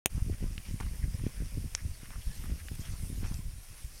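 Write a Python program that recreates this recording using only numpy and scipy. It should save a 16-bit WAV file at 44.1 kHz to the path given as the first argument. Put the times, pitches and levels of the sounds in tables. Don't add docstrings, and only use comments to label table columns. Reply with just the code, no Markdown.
import sys
import numpy as np
from scipy import signal
from scipy.fft import rfft, irfft
from scipy.io import wavfile
from scipy.ndimage import uniform_filter1d

SR = 44100
rng = np.random.default_rng(int(sys.argv[2]) if len(sys.argv) > 2 else 0)


def transcribe(signal):
    frames = np.atleast_2d(signal).T
    limited = np.clip(frames, -1, 1)
    pcm = np.round(limited * 32767).astype(np.int16)
    wavfile.write(sys.argv[1], SR, pcm)


N = 176400

# frequency in Hz, relative density in dB.
HISS_SPECTRUM = [(290, -22), (500, -8), (621, -10), (678, -11), (906, -13), (1020, -11), (1360, -10.5),
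                 (1980, -8), (2540, -7.5), (3700, -13.5), (4210, -14), (4470, -10.5), (5390, -6.5),
                 (7530, -11.5), (9490, -3.5), (10500, -10), (11300, -6.5), (12500, -18), (14000, -10.5),
                 (15300, -20), (16000, -17.5)]
RUMBLE_SPECTRUM = [(10, -10.5), (19, -1), (38, 1), (62, -2), (105, -9), (160, -19), (240, -31),
                   (500, -71.5)]
FLUTTER_SPECTRUM = [(60, -12.5), (130, 0), (180, 1.5), (290, -9.5), (420, -20), (600, -25.5), (1000, -46.5),
                    (2000, -74)]
BREEZE_SPECTRUM = [(20, 3.5), (40, -2), (60, -7), (100, -14.5), (200, -25.5), (400, -33.5), (800, -49.5),
                   (2000, -56)]
CLACK_SPECTRUM = [(200, -18.5), (900, -8), (2000, -2.5), (3800, -9.5), (4700, -5.5), (5700, 5),
                  (7200, -0.5), (8800, -6.5), (10000, -27), (16000, -41)]
SWISH_SPECTRUM = [(3500, -5), (5500, -5), (7300, -6), (9300, 2), (11000, -3.5), (12800, -5), (14200, -5),
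                  (16000, -23)]
LEAF_SPECTRUM = [(400, -3), (900, -4), (1400, -7), (2000, -2), (2900, -3), (4000, -12.5), (5500, -2),
                 (8000, -21.5)]
SWITCH_SPECTRUM = [(60, 5.5), (700, 0.5), (1400, -10.5), (2600, 1), (3500, -4), (4800, -20.5), (6600, 0),
                   (7900, -13.5), (9300, 2.5), (11800, -23), (13800, -3), (16000, -14.5)]

# time in seconds, level in dB.
HISS_ENVELOPE = [(0, -55.5), (3.33, -55.5), (3.57, -57.5), (3.72, -57), (4, -55.5)]
# centre and length in seconds, rumble and flutter in relative dB.
WIND_BUFFETS = [(0.165, 0.053, -27.5, -47.5), (0.226, 0.01, -20, -47), (0.269, 0.031, -28.5, -41.5),
                (0.308, 0.02, -23, -36), (0.33, 0.029, -28.5, -46), (0.439, 0.05, -25.5, -40.5),
                (0.477, 0.024, -31.5, -46), (0.521, 0.036, -33, -45), (0.575, 0.042, -36.5, -47.5),
                (0.722, 0.065, -32, -43), (0.863, 0.074, -29, -44), (0.93, 0.047, -32, -51),
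                (1, 0.015, -31.5, -66), (1.042, 0.032, -26.5, -39), (1.09, 0.04, -28.5, -43.5),
                (1.148, 0.023, -32, -46), (1.201, 0.027, -29, -54), (1.248, 0.06, -31.5, -43),
                (1.424, 0.064, -28, -46.5), (1.574, 0.081, -30, -48), (1.656, 0.035, -29, -45),
                (1.742, 0.054, -38, -72), (1.858, 0.045, -29.5, -46.5), (1.914, 0.03, -31.5, -77),
                (2.103, 0.048, -40.5, -53.5), (2.179, 0.036, -31.5, -56), (2.286, 0.035, -24.5, -57),
                (2.399, 0.043, -32.5, -49.5), (2.447, 0.027, -37, -48), (2.518, 0.06, -27, -43),
                (2.639, 0.047, -37, -58.5), (2.735, 0.04, -32.5, -50), (2.806, 0.024, -35.5, -45),
                (2.909, 0.06, -31.5, -49), (3.034, 0.066, -30.5, -47), (3.112, 0.04, -34, -45),
                (3.186, 0.059, -30.5, -43.5), (3.248, 0.051, -27.5, -45), (3.314, 0.019, -26.5, -48),
                (3.353, 0.023, -28.5, -50), (3.396, 0.022, -33, -48), (3.472, 0.053, -31, -55),
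                (3.561, 0.067, -39, -72), (3.709, 0.027, -39, -67), (3.85, 0.026, -34, -60)]
# centre and half width in seconds, level in relative dB.
PORT_THUMPS = [(0.157, .0025, -31), (0.18, 0.002, -25.5), (.284, .0014, -33), (.2972, .001, -31),
               (.300, 0.0012, -23), (.427, 0.0015, -26), (.442, 0.0012, -29), (.743, 0.0024, -23.5),
               (.808, 0.0014, -30), (1.042, 0.0043, -23), (1.147, 0.0027, -24.5), (1.239, 0.0019, -23.5),
               (1.267, .0014, -18), (1.404, 0.0016, -31.5), (1.422, 0.0012, -29.5), (1.574, .0017, -26),
               (1.581, .0017, -27), (1.643, 0.0013, -34), (2.033, .0017, -35), (2.444, 0.0021, -31),
               (2.496, 0.0025, -29), (2.518, 0.0012, -34.5), (2.716, 0.0015, -31.5), (2.795, .0019, -29.5),
               (2.936, 0.0027, -29.5), (3.102, 0.0017, -29.5), (3.129, .0022, -28.5),
               (3.232, 0.0014, -28.5), (3.315, 0.0023, -27), (3.391, .0023, -32.5)]
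# centre and length in seconds, level in dB, band centre and width in Hz.
FOOT_SCUFFS = [(0.184, 0.054, -60, 1120, 1100), (0.336, 0.021, -56.5, 1910, 990),
               (0.663, 0.02, -57, 2360, 2500), (.807, .008, -48, 7000, 6000),
               (0.829, 0.017, -53, 1590, 1780), (0.866, 0.012, -58, 1160, 600),
               (1.035, 0.024, -53.5, 1900, 600), (1.264, 0.025, -53.5, 1810, 1990),
               (1.398, 0.062, -60, 1760, 700), (1.792, 0.024, -53, 1710, 650),
               (2.04, 0.042, -58, 1800, 1410), (2.13, 0.043, -56.5, 1370, 1000),
               (2.223, 0.014, -56, 2900, 1200), (2.45, .035, -61, 1400, 1400),
               (2.504, 0.03, -57.5, 1800, 1500), (2.603, 0.028, -57, 1860, 1100),
               (2.809, 0.017, -52.5, 5900, 2600), (2.867, 0.05, -54.5, 1900, 2000),
               (2.928, .025, -58, 5400, 2400), (2.944, 0.025, -58, 910, 800), (3.049, 0.015, -60, 750, 600),
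               (3.06, .1, -55, 9400, 2600), (3.253, 0.046, -54, 1200, 2020), (3.264, .014, -56, 6740, 3500),
               (3.319, 0.045, -59, 970, 1010), (3.78, 0.054, -63, 1290, 1300),
               (3.98, 0.13, -60, 5170, 1800)]
# start in seconds, peak in dB, band centre and width in Hz.
DRY_TICKS = [(0.5796, -27.5, 2400, 1600), (.8075, -39, 1900, 1980), (0.81, -33.5, 1030, 596),
             (1.196, -42.5, 1310, 1300), (2.057, -40, 1540, 2000), (2.1057, -38, 1300, 1710),
             (2.158, -43.5, 850, 810), (2.439, -40, 1290, 1000), (2.458, -42, 1200, 1300),
             (2.6848, -33, 2200, 1900), (2.752, -34, 9900, 4000), (2.995, -47.5, 1300, 1810),
             (3.228, -47, 1180, 1400), (3.243, -35.5, 1200, 1700), (3.260, -38, 1400, 2230),
             (3.3215, -44, 905, 910), (3.3425, -31, 5560, 4230)]
# frequency in Hz, T60 in seconds, relative gain in dB.
WOODY_MODES = [(940, 0.038, -1), (1200, 0.014, 3), (1800, .024, 0), (2120, .014, -5), (2900, .016, -9)]
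# time in seconds, swish level in dB, leaf level in dB.
DRAG_ENVELOPE = [(0, -70, -66), (.7, -59.5, -60), (.92, -64, -63.5), (1.35, -63, -60.5), (1.6, -62.5, -63),
                 (2.1, -65.5, -63), (2.35, -57, -59), (2.62, -60.5, -61), (2.85, -56, -56.5),
                 (3.08, -55, -68), (3.3, -56, -61), (3.55, -63, -67), (3.77, -58, -62.5), (4, -66.5, -77)]


def undb(db):
    return 10 ** (np.asarray(db) / 20)


def unit(x):
    return x / np.sqrt(np.mean(x ** 2))


def peak(x, db):
    return x * undb(db) / np.abs(x).max()


def time_s():
    return np.arange(N) / SR


def curve(table, column=1):
    rows = np.array(table)
    return np.interp(time_s(), rows[:, 0], rows[:, column])


def wander(rate_hz):
    hold = max(int(SR / rate_hz), 2)
    steps = np.repeat(rng.standard_normal(N // hold + 1), hold)
    return unit(uniform_filter1d(uniform_filter1d(steps, hold), hold)[:N])


def colour(x, spectrum):
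    hz, db = np.array(spectrum).T
    octave = np.log2(np.maximum(np.fft.rfftfreq(N, 1 / SR), 1))
    beyond = np.abs(octave - np.clip(octave, np.log2(hz[0]), np.log2(hz[-1])))
    gain = undb(np.interp(octave, np.log2(hz), db) - 10 * beyond)
    cepstrum = irfft(np.log(gain), N)
    cepstrum[1:N // 2] *= 2
    cepstrum[N // 2 + 1:] = 0
    return irfft(rfft(x) * np.exp(rfft(cepstrum)), N)


def ring(x, hz, width_hz):
    low_hz = np.hypot(hz, width_hz / 2) - width_hz / 2
    edges_hz = [low_hz, min(low_hz + width_hz, SR / 2 - 1000)]
    return signal.sosfilt(signal.butter(2, edges_hz, "bandpass", fs=SR, output="sos"), x + 1e-18)


def impulse(at_s):
    return 1. * (np.arange(N) == int(at_s * SR))


def rattle(at_s, decay_s):
    age_s = time_s() - at_s
    return rng.standard_normal(N) * (age_s > 0) * np.exp(-np.minimum(np.abs(age_s) / decay_s, 40))


def hiss():
    noise = unit(colour(rng.standard_normal(N), HISS_SPECTRUM))
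    return noise * undb(curve(HISS_ENVELOPE) + 0.66 * wander(5.5))


def eddies(spectrum, window_s, per_s):
    kicks = (rng.random(N) < per_s / SR) * rng.standard_normal(N) + 0.0036 * rng.standard_normal(N)
    pressure = colour(kicks, spectrum)
    power = uniform_filter1d(np.abs(signal.hilbert(pressure)) ** 2 / 2, int(window_s * SR))
    return pressure / np.sqrt(power)


def wind(rumble_trim_db=-3.5, flutter_trim_db=-2, breeze_db=-49.5):
    rumble_power, flutter_power, t = 0, 0, time_s()
    for at_s, length_s, rumble_db, flutter_db in WIND_BUFFETS:
        swell = np.exp(-np.minimum((2 * (t - at_s) / length_s) ** 2, 40))
        rumble_power += swell * undb(rumble_db) ** 2
        flutter_power += swell * undb(flutter_db) ** 2
    rumble = eddies(RUMBLE_SPECTRUM, window_s=0.044, per_s=800) * np.sqrt(rumble_power)
    flutter = eddies(FLUTTER_SPECTRUM, window_s=0.03, per_s=170) * np.sqrt(flutter_power)
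    breeze = eddies(BREEZE_SPECTRUM, window_s=0.051, per_s=2200) * undb(breeze_db + 2 * wander(20))
    return rumble * undb(rumble_trim_db) + flutter * undb(flutter_trim_db) + breeze


def thumps(swell_ratio=3.0, leak_hz=55):
    pressure = np.zeros(N)
    for at_s, half_width_s, db in PORT_THUMPS:
        offset = (time_s() - at_s) / half_width_s
        suction = 1 / (1 + offset ** 2) ** 2
        swell = 1 / (1 + (offset / swell_ratio) ** 2) ** 2 / swell_ratio
        pressure += 1.54 * undb(db) * (swell - suction)
    return signal.sosfilt(signal.butter(2, leak_hz, "highpass", fs=SR, output="sos"), pressure)


def grains(per_s=1500, spread_db=3.5):
    size = undb(spread_db * np.minimum(rng.exponential(size=N), 5))
    return (rng.random(N) < per_s / SR) * size * rng.choice([-1, 1], N)


def scuffs():
    out = np.zeros(N)
    for at_s, length_s, db, hz, width_hz in FOOT_SCUFFS:
        grit = unit(ring(grains() + 0.29 * rng.standard_normal(N), hz, width_hz))
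        out += grit * undb(db) * np.exp(-2 * ((time_s() - at_s) / length_s) ** 2)
    return out


def ticks():
    out = np.zeros(N)
    for at_s, peak_db, hz, width_hz in DRY_TICKS:
        snap = impulse(at_s) + 0.088 * rattle(at_s, decay_s=0.0029)
        out += peak(ring(snap, hz, width_hz), peak_db)
    return out


def clack(at_s=1.7504, peak_db=-12, bounce_s=0.00183, bounce_db=-14):
    bounce = undb(bounce_db) * impulse(at_s + bounce_s)
    blow = impulse(at_s) + bounce + 0.025 * rattle(at_s, decay_s=0.0034)
    return peak(colour(blow, CLACK_SPECTRUM), peak_db)


def stalk_crack(at_s=0.802, length_s=0.003, peak_db=-30):
    t = time_s()
    fibres = impulse(at_s) + 0.15 * rng.standard_normal(N) * (t > at_s) * (t < at_s + length_s)
    age_s = t[:SR // 10]
    body = sum(undb(db - 60 * age_s / t60_s) * np.sin(2 * np.pi * hz * age_s)
               for hz, t60_s, db in WOODY_MODES)
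    return peak(signal.fftconvolve(fibres, body)[:N], peak_db)


def shimmer(x, bands=32, sway_db=4.5, rate_hz=27.92):
    log_hz = np.log(np.fft.rfftfreq(N, 1 / SR) + 1)
    position = np.interp(log_hz, np.log([600, 16000]), [0, bands - 1])
    spectrum = rfft(x)
    out = np.zeros(N)
    for k in range(bands):
        band = irfft(spectrum * np.maximum(1 - np.abs(position - k), 0), N)
        out += band * undb(sway_db * wander(rate_hz))
    return unit(out)


def stalk_drag():
    friction = grains() + 0.5 * rng.standard_normal(N)
    swish = shimmer(colour(friction, SWISH_SPECTRUM))
    swish *= undb(curve(DRAG_ENVELOPE, column=1) + 1.8 * wander(35))
    leaves = shimmer(colour(grains(), LEAF_SPECTRUM))
    leaves *= undb(curve(DRAG_ENVELOPE, column=2) + 1.5 * wander(24.85))
    return swish + leaves


def scene():
    return (wind() + thumps() + stalk_drag() + scuffs() + ticks() + clack() + stalk_crack() + hiss())[None]


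def record(dry, click_s=0.0595, open_s=0.088, fade_s=0.018, top_hz=15900):
    click = peak(colour(impulse(click_s), SWITCH_SPECTRUM), db=-1.8)
    tail = undb(-27) * colour(rattle(click_s, decay_s=0.0074), SWITCH_SPECTRUM)
    fade_in = np.clip((time_s() - open_s) / fade_s, 0, 1)
    lowpass = signal.ellip(10, 0.2, 80, top_hz, fs=SR, output="sos")
    return signal.sosfilt(lowpass, dry * fade_in + click + tail)


dry = scene()
out = record(dry)
transcribe(out)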